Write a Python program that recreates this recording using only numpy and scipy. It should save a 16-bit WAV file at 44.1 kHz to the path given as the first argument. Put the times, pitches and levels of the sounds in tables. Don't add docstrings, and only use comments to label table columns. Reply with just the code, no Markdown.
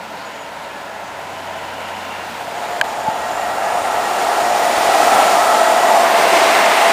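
import sys
import numpy as np
from scipy import signal
from scipy.fft import rfft, irfft, next_fast_len
from scipy.io import wavfile
from scipy.ndimage import uniform_filter1d

SR = 44100
rng = np.random.default_rng(int(sys.argv[2]) if len(sys.argv) > 2 else 0)


def boost(x):
    u = np.asarray(x, float) / 20
    return 10 ** u


def transcribe(signal):
    frames = np.atleast_2d(signal).T
    limited = np.clip(frames, -1, 1)
    pcm = np.round(limited * 32767).astype(np.int16)
    wavfile.write(sys.argv[1], SR, pcm)


N = 305538
T = np.arange(N) / SR
FFT_LEN = 2 * next_fast_len(N // 2 + 1)
HZ = np.fft.rfftfreq(FFT_LEN, 1 / SR)


def unit(x):
    return x / np.sqrt(np.mean(x ** 2))


def curve(points):
    return np.interp(T, *np.transpose(points))


def decay(t, t60):
    return np.exp(-np.log(1000) * t / t60)


def swell(centre_s, length_s):
    return np.exp(-.5 * (2 * (T - centre_s) / length_s) ** 2)


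def coloured(colour):
    hz, db = np.transpose(colour)
    gain = boost(np.interp(np.log(HZ + 1), np.log(hz), db, left=-120, right=-120))
    return gain * rfft(rng.standard_normal(FFT_LEN))


def walk(rate):
    hold = int(SR / rate)
    steps = np.repeat(rng.standard_normal(N // hold + 1), hold)
    return unit(uniform_filter1d(uniform_filter1d(steps, hold), hold)[:N])


def resonance(x, hz, width):
    return unit(signal.lfilter(*signal.iirpeak(hz, hz / width, fs=SR), x))


def band_of(x, lo_hz, hi_hz):
    return irfft(rfft(x, FFT_LEN) * ((HZ > lo_hz) & (HZ < hi_hz)))[:N]


# t/s, train through the air level/dB, vibration along the rails level/dB
APPROACH = [(0, -37, -33), (1.0, -37, -32.5), (1.401, -35, -30.5), (2.4, -33.5, -30), (2.75, -33.5, -26),
            (3.3, -33, -25), (3.7, -31.5, -22), (4.3, -28, -20), (4.75, -25.5, -19), (5.1, -22.5, -16),
            (5.45, -24.5, -16.5), (6.05, -24, -14.5), (6.5, -21.5, -16), (6.93, -24, -15.5)]
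# from f/Hz, to f/Hz
ROAR_RANGES = [(120, 400), (500, 1100), (1500, 4000), (4500, 11000)]
# f/Hz, level/dB per Hz
FAR_COLOUR = [(74, -45), (125, -16), (221, -7.5), (254, -14), (282, -6.5), (345, -14), (562, -7),
              (933, -3.5), (1190, -15), (1290, -9), (2850, -16.5), (5680, -26.5), (6820, -27.5),
              (14800, -38.5), (16000, -24)]
# f/Hz, level/dB per Hz
NEAR_COLOUR = [(100, -45), (212, -19), (300, -16), (440, -12), (575, -11.5), (700, -3.5), (1160, -10.5),
               (2000, -14.5), (4140, -21.5), (7000, -25.5), (9500, -26), (10500, -34.5), (14400, -32),
               (16000, -39)]
# t/s, share of the close colour [0-1]
CLOSENESS = [(0, 0), (2.2, 0.1), (2.6, 0.47), (4.5, 0.95), (6.0, 0.93), (6.93, 1.)]
RUMBLE_DB, HISS_FAR_DB, HISS_CLOSE_DB = -7.5, -10.5, -4
LEVEL_S, LEVEL_RISE_S, LEVEL_DB = 5.87, 0.81, 5


def range_levels(noise):
    powers = [2 * np.sum(np.abs(noise[(HZ > lo) & (HZ < hi)]) ** 2) for lo, hi in ROAR_RANGES]
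    return 10 * np.log10(powers) - 20 * np.log10(2 * len(HZ))


def roar(slow_db=0.23, grit_db=0.49, own_db=0.53):
    s, air_db, rail_db = np.transpose(APPROACH)
    air, rail = np.interp(T, s, air_db), np.interp(T, s, rail_db)
    share = np.clip(curve(CLOSENESS), 0, 1)
    wheel = air + LEVEL_DB * np.clip((T - LEVEL_S) / LEVEL_RISE_S, 0, 1)
    hiss = air + HISS_FAR_DB + (HISS_CLOSE_DB - HISS_FAR_DB) * share
    levels = np.array([air + RUMBLE_DB, rail, wheel, hiss])

    centres = np.log([np.sqrt(lo * hi) for lo, hi in ROAR_RANGES])
    slow, grit = walk(9), walk(90)
    far_noise, near_noise = coloured(FAR_COLOUR), coloured(NEAR_COLOUR)
    far_own, near_own = range_levels(far_noise), range_levels(near_noise)
    out = 0
    for hz in 2. ** np.arange(6, 14.5, .5):
        band = np.clip(1 - np.abs(2 * np.log2((HZ + 1) / hz)), 0, 1)
        mix = np.array([np.interp(np.log(hz), centres, one) for one in np.eye(len(centres))])
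        far = irfft(far_noise * band)[:N] * boost(-mix @ far_own)
        near = irfft(near_noise * band)[:N] * boost(-mix @ near_own)
        sway = slow_db * slow + min(hz / 6000, 1) * grit_db * grit + own_db * walk(13)
        out = out + (np.sqrt(1 - share) * far + np.sqrt(share) * near) * boost(mix @ levels + sway)
    return out


def singing(hz, width, start, stop):
    on = (T >= start) & (T <= stop)
    t = T[on]
    fade_s = min(.35, (stop - start) / 4)
    inside = np.minimum(t - start + (start == 0), stop - t)
    heard = np.sin(np.clip(inside / fade_s, 0, 1) * np.pi / 2) ** 2
    drift = np.cumsum(rng.standard_normal(len(t))) * np.sqrt(2 * np.pi * width / SR)
    steady = np.clip(1.3 - hz / 1200, .1, .8)
    tone = np.sqrt(2 * steady) * np.sin(2 * np.pi * hz * t + drift)
    both = tone + np.sqrt(1 - steady) * resonance(rng.standard_normal(len(t)), hz, width)
    patches_db = 2.5 * (1 - steady) * np.interp(t, np.arange(60) / 8, rng.standard_normal(60))
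    out = np.zeros(N)
    out[on] = heard * boost(patches_db) * resonance(both, hz, 3 * width)
    return out


# f/Hz, width f/Hz, level/dB against the rail vibration
FAR_TRACK = [(575, 30, -11.5), (660, 25, -11), (935, 50, -10.5), (1030, 30, -12), (1320, 60, -17),
             (1430, 40, -17), (6900, 70, -28)]
PLATFORM_RAIL = [(562, 16, -16), (611, 16, -14), (661, 11, -8.5), (712, 13, -4), (825, 18, -10),
                 (864, 18, -9.5), (1215, 20, -18), (6850, 60, -25), (7270, 60, -27)]
CURVE_TRACK = [(778, 16, -8), (1315, 25, -15), (1355, 25, -12.5), (1700, 18, -20), (1893, 25, -14),
               (2775, 60, -21), (9360, 400, -27)]
NEAR_TRACK = [(657, 13, -5.5), (1308, 36, -9.5), (9400, 500, -26), (10800, 30, -38)]
ALONGSIDE = [(611, 16, -14), (674, 16, -3), (864, 16, -13), (1065, 25, -13), (2060, 160, -15.5),
             (2750, 80, -21)]
CAPSULE = [(11400, 150, -31), (12810, 80, -33)]
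# from t/s, to t/s
LOADED = [
    (0, 2.4),
    (2.3, 6.2),
    (2.9, 4.7),
    (4.65, 5.95),
    (5.9, 7.4),
    (0, 7.4),
]
# from t/s, to t/s, f/Hz, width f/Hz, level/dB
FLANGES = [(.2, .5, 6900, 20, -18), (.5, 1.1, 1700, 25, -13), (1.2, 2.3, 3000, 80, -17),
           (1.6, 2.4, 2780, 70, -13), (2.95, 3.4, 866, 22, -4), (4.3, 6.25, 1938, 30, -14.5),
           (4.4, 5.4, 748, 12, -9), (4.5, 5.5, 9765, 40, -26), (4.8, 5.3, 780, 14, -4.5),
           (4.9, 5.75, 1350, 25, -10), (5.75, 6.2, 685, 16, -4.5), (6.05, 6.7, 400, 120, -11),
           (6.7, 7.1, 815, 20, -4)]


def song():
    out = np.zeros(N)
    tracks = FAR_TRACK, PLATFORM_RAIL, CURVE_TRACK, NEAR_TRACK, ALONGSIDE, CAPSULE
    for (start, stop), modes in zip(LOADED, tracks):
        for hz, width, db in modes:
            out += boost(db) * singing(hz, width, start, stop)
    for start, stop, hz, width, db in FLANGES:
        out += boost(db) * singing(hz, width, start, stop)
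    s, _, rail_db = np.transpose(APPROACH)
    return out * boost(np.interp(T, s, rail_db))


# t/s, peak level/dB
JOINTS = [
    (1.191, -21),
    (4.778, -8),
    (4.888, -9),
]


def joints():
    out = np.zeros(N)
    for s, db in JOINTS:
        t = np.clip(T - s, 0, None)
        out += boost(db - 1) * decay(t, .06) * np.sin(2 * np.pi * 760 * t)
    return out


# f/Hz, level/dB, t60/s
CASING = [(1610, -4, 0.09), (1710, -15, 0.027), (980, -13, .04), (2300, -7, .02), (3150, -5, .012),
          (4600, -15, .01), (10500, -30, 0.033), (13900, -29, .03)]
# from f/Hz, to f/Hz, level/dB
CRACK = [(1520, 3100, 21.5), (3630, 4100, 9), (6500, 14000, 6), (13300, 15000, -4)]
# width t/s, f/Hz, level/dB
KNOCK = (.005, 860, -13)
# width t/s, f/Hz, level/dB
BUMP = (.0021, 195, -16.5)
SNAP_S, KNOCK_S, BUMP_S = 2.8127, 3.0805, 3.0874
CRACK_S, SNAP_HOLD_S = .00006, .0058


def handling():
    t = np.clip(T - SNAP_S, 0, None)
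    ring = sum(boost(db) * np.sin(2 * np.pi * hz * t) * decay(t, t60) for hz, db, t60 in CASING)
    burst = (t > 0) * np.exp(-t / CRACK_S)
    crack = np.zeros(N)
    for lo, hi, db in CRACK:
        crack += boost(db) * signal.lfilter(*signal.butter(2, (lo, hi), "bandpass", fs=SR), burst)
    snap = np.clip(crack - ring * np.exp(-(t / SNAP_HOLD_S) ** 4), -.9, .9)
    taps = np.zeros(N)
    for s, (width, hz, db) in ((KNOCK_S, KNOCK), (BUMP_S, BUMP)):
        taps += boost(db) * np.cos(2 * np.pi * hz * (T - s)) * np.exp(-.5 * ((T - s) / width) ** 2)
    return signal.lfilter(*signal.butter(2, 500, "highpass", fs=SR), snap) + taps


# t/s, level/dB
HUM = [(0, -56), (.9, -56.5), (1.45, -48), (2.25, -48.5), (2.5, -54.5), (3.0, -58.5), (4.5, -53.5),
       (6.93, -58)]
# f/Hz, level/dB
GEAR_LINES = [(58, -62), (70, -68.5)]


def camera():
    hum = boost(curve(HUM)) * np.sin(2 * np.pi * 93 * T)
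    whine = boost(-64 + 1.5 * walk(22)) * np.sin(2 * np.pi * 7870 * T)
    gears = sum(boost(db) * singing(hz, 2.7, 0, 8) for hz, db in GEAR_LINES)
    return np.sqrt(2) * (hum + whine) + gears


# f/Hz, level/dB per Hz
BUFFET_COLOUR = [(15, -25), (30, -14), (45, -13), (58, -7), (72, -3.5), (90, -12), (130, -2), (200, -24)]
# t/s, length t/s, level/dB
GUSTS = [(1.2, .3, -60), (3.2, 1.3, -51), (3.9, .2, -51), (4.5, .3, -55), (5.09, 0.4, -46),
         (6.16, .25, -54), (6.46, 0.22, -61)]


def wind():
    strength = boost(-67) + sum(boost(db) * swell(s, length) for s, length, db in GUSTS)
    return unit(irfft(coloured(BUFFET_COLOUR))[:N]) * strength


# t/s, length t/s, f/Hz, spread f/Hz, level/dB
CHIRPS = [
    (.2, .09, 4400, 500, -44),
    (1.07, .05, 6300, 1300, -47),
    (2.65, .02, 3750, 250, -41),
]


def birds():
    out = np.zeros(N)
    for s, length, hz, spread, db in CHIRPS:
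        out += boost(db) * swell(s, length) * resonance(rng.standard_normal(N), hz, spread)
    return out


def scene():
    rest = roar() + song() + joints() + camera() + wind() + birds()
    dipped = uniform_filter1d(1. * (np.abs(T - SNAP_S - .008) < .018), size=200)
    return (rest - 0.64 * dipped * band_of(rest, 1500, 20000) + handling())[None]


def top_cut(x):
    return signal.sosfilt(signal.butter(12, 16630, fs=SR, output="sos"), x)


def record(dry):
    x = np.clip(dry[0], -1, 1) * np.clip((T[-1] - T) / .004, 0, 1)
    x = signal.lfilter(*signal.butter(1, 30, "highpass", fs=SR), x)
    x = x - .97 * band_of(x, 15470, SR / 2)
    for lo_hz in np.arange(11550, 12600, 175):
        kept = boost(-7) * uniform_filter1d(1. * (walk(22) > -.4 + T / 9), size=400)
        x = x - (1 - kept) * band_of(x, lo_hz, lo_hz + 175)
    for lo_hz in (10200, 10500, 10900, 13400, 14000, 14500):
        lost = uniform_filter1d(1. 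* (walk(14) > 1.3) * (T > 3), size=400)
        x = x - lost * band_of(x, lo_hz, lo_hz + 175)
    return top_cut(x[None])


dry = scene()
out = record(dry)
transcribe(out)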